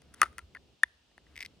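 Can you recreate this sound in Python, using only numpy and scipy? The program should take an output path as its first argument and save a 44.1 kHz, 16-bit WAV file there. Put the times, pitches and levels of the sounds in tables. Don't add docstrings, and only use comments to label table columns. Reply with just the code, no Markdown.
import sys
import numpy as np
from scipy import signal
from scipy.fft import rfft, irfft, next_fast_len
from scipy.io import wavfile

SR = 44100
rng = np.random.default_rng(int(sys.argv[2]) if len(sys.argv) > 2 else 0)


def generate_wav(signal):
    frames = np.transpose(np.atleast_2d(signal))
    scaled = np.clip(frames, -1, 1) * 32767
    pcm = np.round(scaled).astype(np.int16)
    wavfile.write(sys.argv[1], SR, pcm)


N = 70560


def amp(db):
    return 10 ** (np.asarray(db) / 20)


def unit(x):
    return x / np.sqrt(np.mean(x ** 2) + 1e-20)


def along(points, hz):
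    frequencies, values = np.transpose(points)
    return np.interp(np.log(hz + 1), np.log(frequencies + 1), values)


def level(rows):
    return amp(np.interp(np.arange(N) / SR, *np.transpose(rows)))


def filtered(x, response):
    size = x.shape[-1]
    padded = next_fast_len(size + 8192)
    return irfft(rfft(x, padded) * response(np.fft.rfftfreq(padded, 1 / SR)), padded)[..., :size]


def noise(colour, shape):
    return unit(filtered(rng.standard_normal(shape), lambda hz: amp(along(colour, hz))))


def wide_noise(colour, side_db):
    middle, side = noise(colour, (2, N))
    return unit(np.array([middle + amp(side_db) * side, middle - amp(side_db) * side]))


def add(track, start_s, sound):
    part = track[max(round(start_s * SR), 0):][:len(sound)]
    part += sound[:len(part)]


def decay(t, fade_s):
    return np.exp(-np.log(1000) * t / fade_s)


def click(colour, size, ripple_db=.8):
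    hz = np.fft.rfftfreq(2 * size, 1 / SR)
    ripple_grid = np.linspace(np.log(100), np.log(SR / 2), 40)
    ripple = np.interp(np.log(hz + 1), ripple_grid, rng.standard_normal(40))
    cepstrum = irfft(np.log(amp(along(colour, hz) + ripple_db * ripple)))
    cepstrum[1:size] *= 2
    cepstrum[size + 1:] = 0
    ring = irfft(np.exp(rfft(cepstrum)))[:size]
    return ring / np.abs(ring).max()


def handling_and_hiss():
    # (time [s], level [dB])
    rumble_level = [(0.0, -74), (0.11, -63), (0.16, -72), (0.248, -60), (0.31, -60), (0.328, -75),
                    (0.454, -54), (0.524, -68), (0.712, -66), (0.806, -93.5), (0.86, -63), (0.918, -73.5),
                    (1.234, -72), (1.256, -65), (1.576, -66), (1.6, -83.5)]
    rustle_level = [(0, -65), (.2, -64), (.33, -63.5), (.4, -69), (.5, -66.5), (.57, -65), (.67, -66.5),
                    (.73, -68), (.78, -77.5), (.95, -80.5), (1.08, -75.5), (1.2, -70), (1.3, -66),
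                    (1.42, -67), (1.52, -65), (1.6, -65)]
    # (frequency [Hz], level [dB])
    rumble_colour = [(20, -23.5), (40, -11.5), (64, 11), (85, 1), (130, -15), (250, -54.5)]
    rustle_colour = [(50, -9), (120, 2), (220, 1), (450, -4.5), (800, -14), (1500, -30.5), (2500, -22),
                     (9000, -38.5), (16000, -44.5)]
    hiss_colour = [(100, -10.5), (600, 2), (1200, -3.5), (2000, -8.5), (2800, 3), (5000, -3), (7000, -10.5),
                   (9500, -15), (11000, -31.5), (14000, -21.5), (16000, -32.5)]
    rumble = level(rumble_level) * wide_noise(rumble_colour, side_db=-24)
    rustle = level(rustle_level) * wide_noise(rustle_colour, side_db=-7)
    hiss = amp(-71.5) * wide_noise(hiss_colour, side_db=-2.5)
    return rumble + rustle + hiss


def lid_crinkle(ticks_per_s=4000):
    # (time [s], level [dB])
    crinkle_level = [(0, -79), (.12, -73.5), (.17, -67), (.205, -59), (.226, -55), (.234, -34), (.248, -53),
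                     (.275, -59), (.31, -79), (.36, -74.5), (.41, -68), (.46, -85.5), (1.22, -85.5),
                     (1.33, -71.5), (1.42, -66.5), (1.49, -78), (1.6, -87.5)]
    # (frequency [Hz], level [dB])
    tick_colour = [(200, -18), (700, -3.5), (1350, 3), (2000, 0), (2900, -7.5), (4000, -8.5), (6000, -16.5),
                   (7800, -16.5), (9600, -12.5), (11500, -24), (16000, -32.5)]
    ticks = (rng.random(N) < ticks_per_s / SR) * rng.standard_normal(N)
    patter = signal.fftconvolve(ticks, click(tick_colour, size=1024))[:N]
    return level(crinkle_level) * unit(patter)


def lid_snaps():
    # (time [s], flex pitch [Hz], flex level [dB], flex rise time [s],
    # flex fade time [s], ring level [dB], crack level [dB], thud level [dB])
    snaps = [ (0.0189, 1730, -63, 0.00049, .008, -52.5, -46.5, -60),
             (0.1399, 1410, -49, 0.00085, 0.015, -47, -39.5, -61),
             (0.1441, 1510, -58.5, .0004, .010, -50.5, -37, -73.5),
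             (0.2162, 1237, -10, 0.00044, 0.031, -6, -6.5, -32),
             (.2292, 1260, -26, 0.0025, .012, -22, -27.5, -38.5),
             (0.2299, 1336, -13, 0.0003, 0.022, -15.5, -27.5, -27.5),
             (0.232, 1396, -32, .0006, .020, -21.5, -24, -34),
             (.2435, 1384, -43, 0.00065, 0.029, -52, -54, -43),
             (.2520, 1310, -44.5, 0.0005, .020, -56.5, -57, -52.5),
             (0.2572, 1290, -36, .0008, .020, -42.5, -46, -49),
             (0.2647, 1380, -47, 0.00062, 0.021, -47.5, -50.5, -57),
             (.3283, 1408, -58, 0.00055, .010, -53, -55, -67.5),
             (.3820, 1365, -36.5, 0.00021, 0.035, -27.5, -28, -52.5),
             (0.39, 1370, -44.5, 0.00026, 0.031, -32.5, -35.5, -51),
             (0.5486, 2120, -40, 0.000242, .018, -48, -46, -56),
             (.5506, 1490, -44, 0.00041, .028, -37, -74, -62),
             (0.5535, 1970, -47, .0006, .022, -47, -69.5, -85),
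             (.5605, 1824, -41, 0.00062, .020, -50, -74.5, -50),
             (.5686, 1786, -40.5, .0005, .014, -40, -57, -68),
             (.8334, 1818, -7, 0.0017, 0.0089, -15, -16, -44.5),
             (1.114, 1910, -67, 0.00066, 0.014, -70, -74, -65),
             (1.1790, 1867, -46.5, 0.00064, 0.0081, -42.5, -53.5, -48),
             (1.2668, 1957, -60, .0005, 0.019, -58, -75, -81)]
    # (frequency [Hz], level relative to the flex [dB], fade time [s])
    overtones = [(2410, -29.5, .014), (3543, -29, 0.03), (4590, -36, .016), (6006, -35.5, .012)]
    # (frequency [Hz], level [dB])
    ring_colour = [(200, -50.5), (800, -36), (980, -5), (1200, -7.5), (1500, -4.5), (2050, 4),
                   (2280, -12.5), (2440, -4.5), (3000, -11.5), (3800, -26), (4500, -11), (5300, -29),
                   (9000, -50)]
    treble_colour = [(1500, -34.5), (3100, -14.5), (3480, -3.5), (3800, -19), (4150, -22), (4550, -7.5),
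                     (5300, -14), (6000, -6), (6700, -10.5), (7500, -14.5), (8400, -17.5), (9000, -2),
                     (9450, 1.5), (10200, -9), (11500, -23), (13800, -20), (14500, -24.5), (15900, -21),
                     (16800, -36.5)]
    thud_colour = [(80, -31.5), (200, -13), (360, 0), (460, -8), (690, 3), (1000, -3.5), (1500, -8),
                   (4000, -50)]
    octave_db, scuff_db = -16, -8
    size = SR // 10
    track, t = np.zeros(N), np.arange(size) / SR
    for start_s, hz, flex_db, rise_s, fade_s, ring_db, crack_db, thud_db in snaps:
        swell = (1 - np.exp(-t / rise_s)) ** 2 * decay(t, fade_s)
        swing = amp(flex_db) * swell / swell.max()
        phase = 2 * np.pi * hz * t
        flex = swing * np.sin(phase) + amp(octave_db) * swing ** 2 * np.sin(2 * phase)
        for tone_hz, tone_db, tone_fade_s in overtones:
            flex += amp(flex_db + tone_db) * decay(t, tone_fade_s) * np.sin(2 * np.pi * tone_hz * t)
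        treble = click(treble_colour, size)
        scuff = rng.standard_normal(size) * decay(t, fade_s=.010)
        scuffed_treble = signal.fftconvolve(treble, scuff / np.linalg.norm(scuff))[:size]
        crack = amp(crack_db) * (treble + amp(scuff_db) * scuffed_treble)
        ring = amp(ring_db) * click(ring_colour, size)
        thud = amp(thud_db) * click(thud_colour, size)
        add(track, start_s, flex + ring + crack + thud)
    return through_tin(track, travel_s=.0008)


def through_tin(x, travel_s):
    return filtered(x, lambda hz: np.exp(-4j * np.pi * travel_s * np.sqrt(1000 * hz)))


def stick_slips():
    # (time [s], level [dB], grit level relative to the slip [dB])
    slips = [(1.3568, -40, -34.5), (1.3640, -35.5, -12), (1.3723, -45, -17.5), (1.3766, -31, -17),
             (1.3893, -38, -31.5), (1.3933, -44, -5), (1.4032, -45, -16), (1.4060, -28.5, -9),
             (1.4105, -34, -17.5), (1.4171, -34, -21), (1.4206, -40, -18), (1.4263, -27, -13),
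             (1.431, -35, -9.5), (1.4488, -35, -16.5), (1.4517, -36, -12), (1.4537, -46, -3),
             (1.4594, -36.5, -12.5), (1.4608, -44, 6)]
    # (frequency [Hz], level [dB])
    edge_colour = [(300, -33), (900, -16), (1300, -23), (1700, -3), (2080, 10), (2500, 2.5), (3100, -6),
                   (3950, -7), (4350, -17.5), (4750, -6), (5650, -11), (7400, -25), (8050, -9.5),
                   (8800, -23.5), (11500, -24.5), (13500, -20.5), (15000, -26), (16500, -36)]
    grit_colour = [(800, -3.5), (2000, 1), (5000, 16), (7200, 0), (9000, 8), (14000, -14), (16500, -29.5)]
    size = SR // 20
    track, t = np.zeros(N), np.arange(size) / SR
    for start_s, slip_db, grit_db in slips:
        grit = amp(grit_db) * noise(grit_colour, size) * decay(t, fade_s=.008)
        add(track, start_s, amp(slip_db) * (click(edge_colour, size) + grit))
    return through_tin(track, travel_s=.0014)


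def at_microphones(x):
    # (frequency [Hz], left minus right [dB])
    left_db = [(300, 0), (800, 1), (1250, 5.2), (1800, 3.8), (2400, 2.6), (4500, 4.8), (6500, 4.5),
               (9300, .2), (13000, -1.2)]
    # (frequency [Hz], phase lead [radians])
    left_lead = [(100, 0), (1300, .25), (1800, .45), (2400, .95), (3300, 1.2), (5800, 1.15), (9000, 1.55),
                 (13000, 1.2)]
    side = np.array([[.5], [-.5]])
    return filtered(x, lambda hz: amp(side * along(left_db, hz)) * np.exp(1j * side * along(left_lead, hz)))


def tree_echo(x, echo_db=-36, gap_s=.02):
    # (frequency [Hz], level [dB])
    echo_colour = [(200, -6), (700, -17), (1100, -1.5), (1700, -5), (3500, 4), (9500, -0.5), (15000, 2.5)]
    # (frequency [Hz], fade time [s])
    fade_times = [(300, 0.35), (1500, .6), (4000, .4), (10000, 0.48), (16000, 0.34)]
    size = SR // 2
    hz, t, bands = signal.stft(noise(echo_colour, (2, size)), SR, nperseg=256)
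    fading_bands = bands * decay(t, along(fade_times, hz)[:, None])
    tail = signal.istft(fading_bands, SR, nperseg=256)[1][:, :size]
    late_tail = np.pad(tail / np.linalg.norm(tail[0]), ((0, 0), (round(gap_s * SR), 0)))
    return amp(echo_db) * signal.fftconvolve(x[None], late_tail, axes=1)[:, :N]


def scene():
    tin = lid_snaps() + stick_slips() + lid_crinkle()
    return at_microphones(tin) + tree_echo(tin) + handling_and_hiss()


def record(dry):
    top_hz = 16450
    return filtered(dry, lambda hz: 1 / (1 + (hz / top_hz) ** 120))


dry = scene()
out = record(dry)
generate_wav(out)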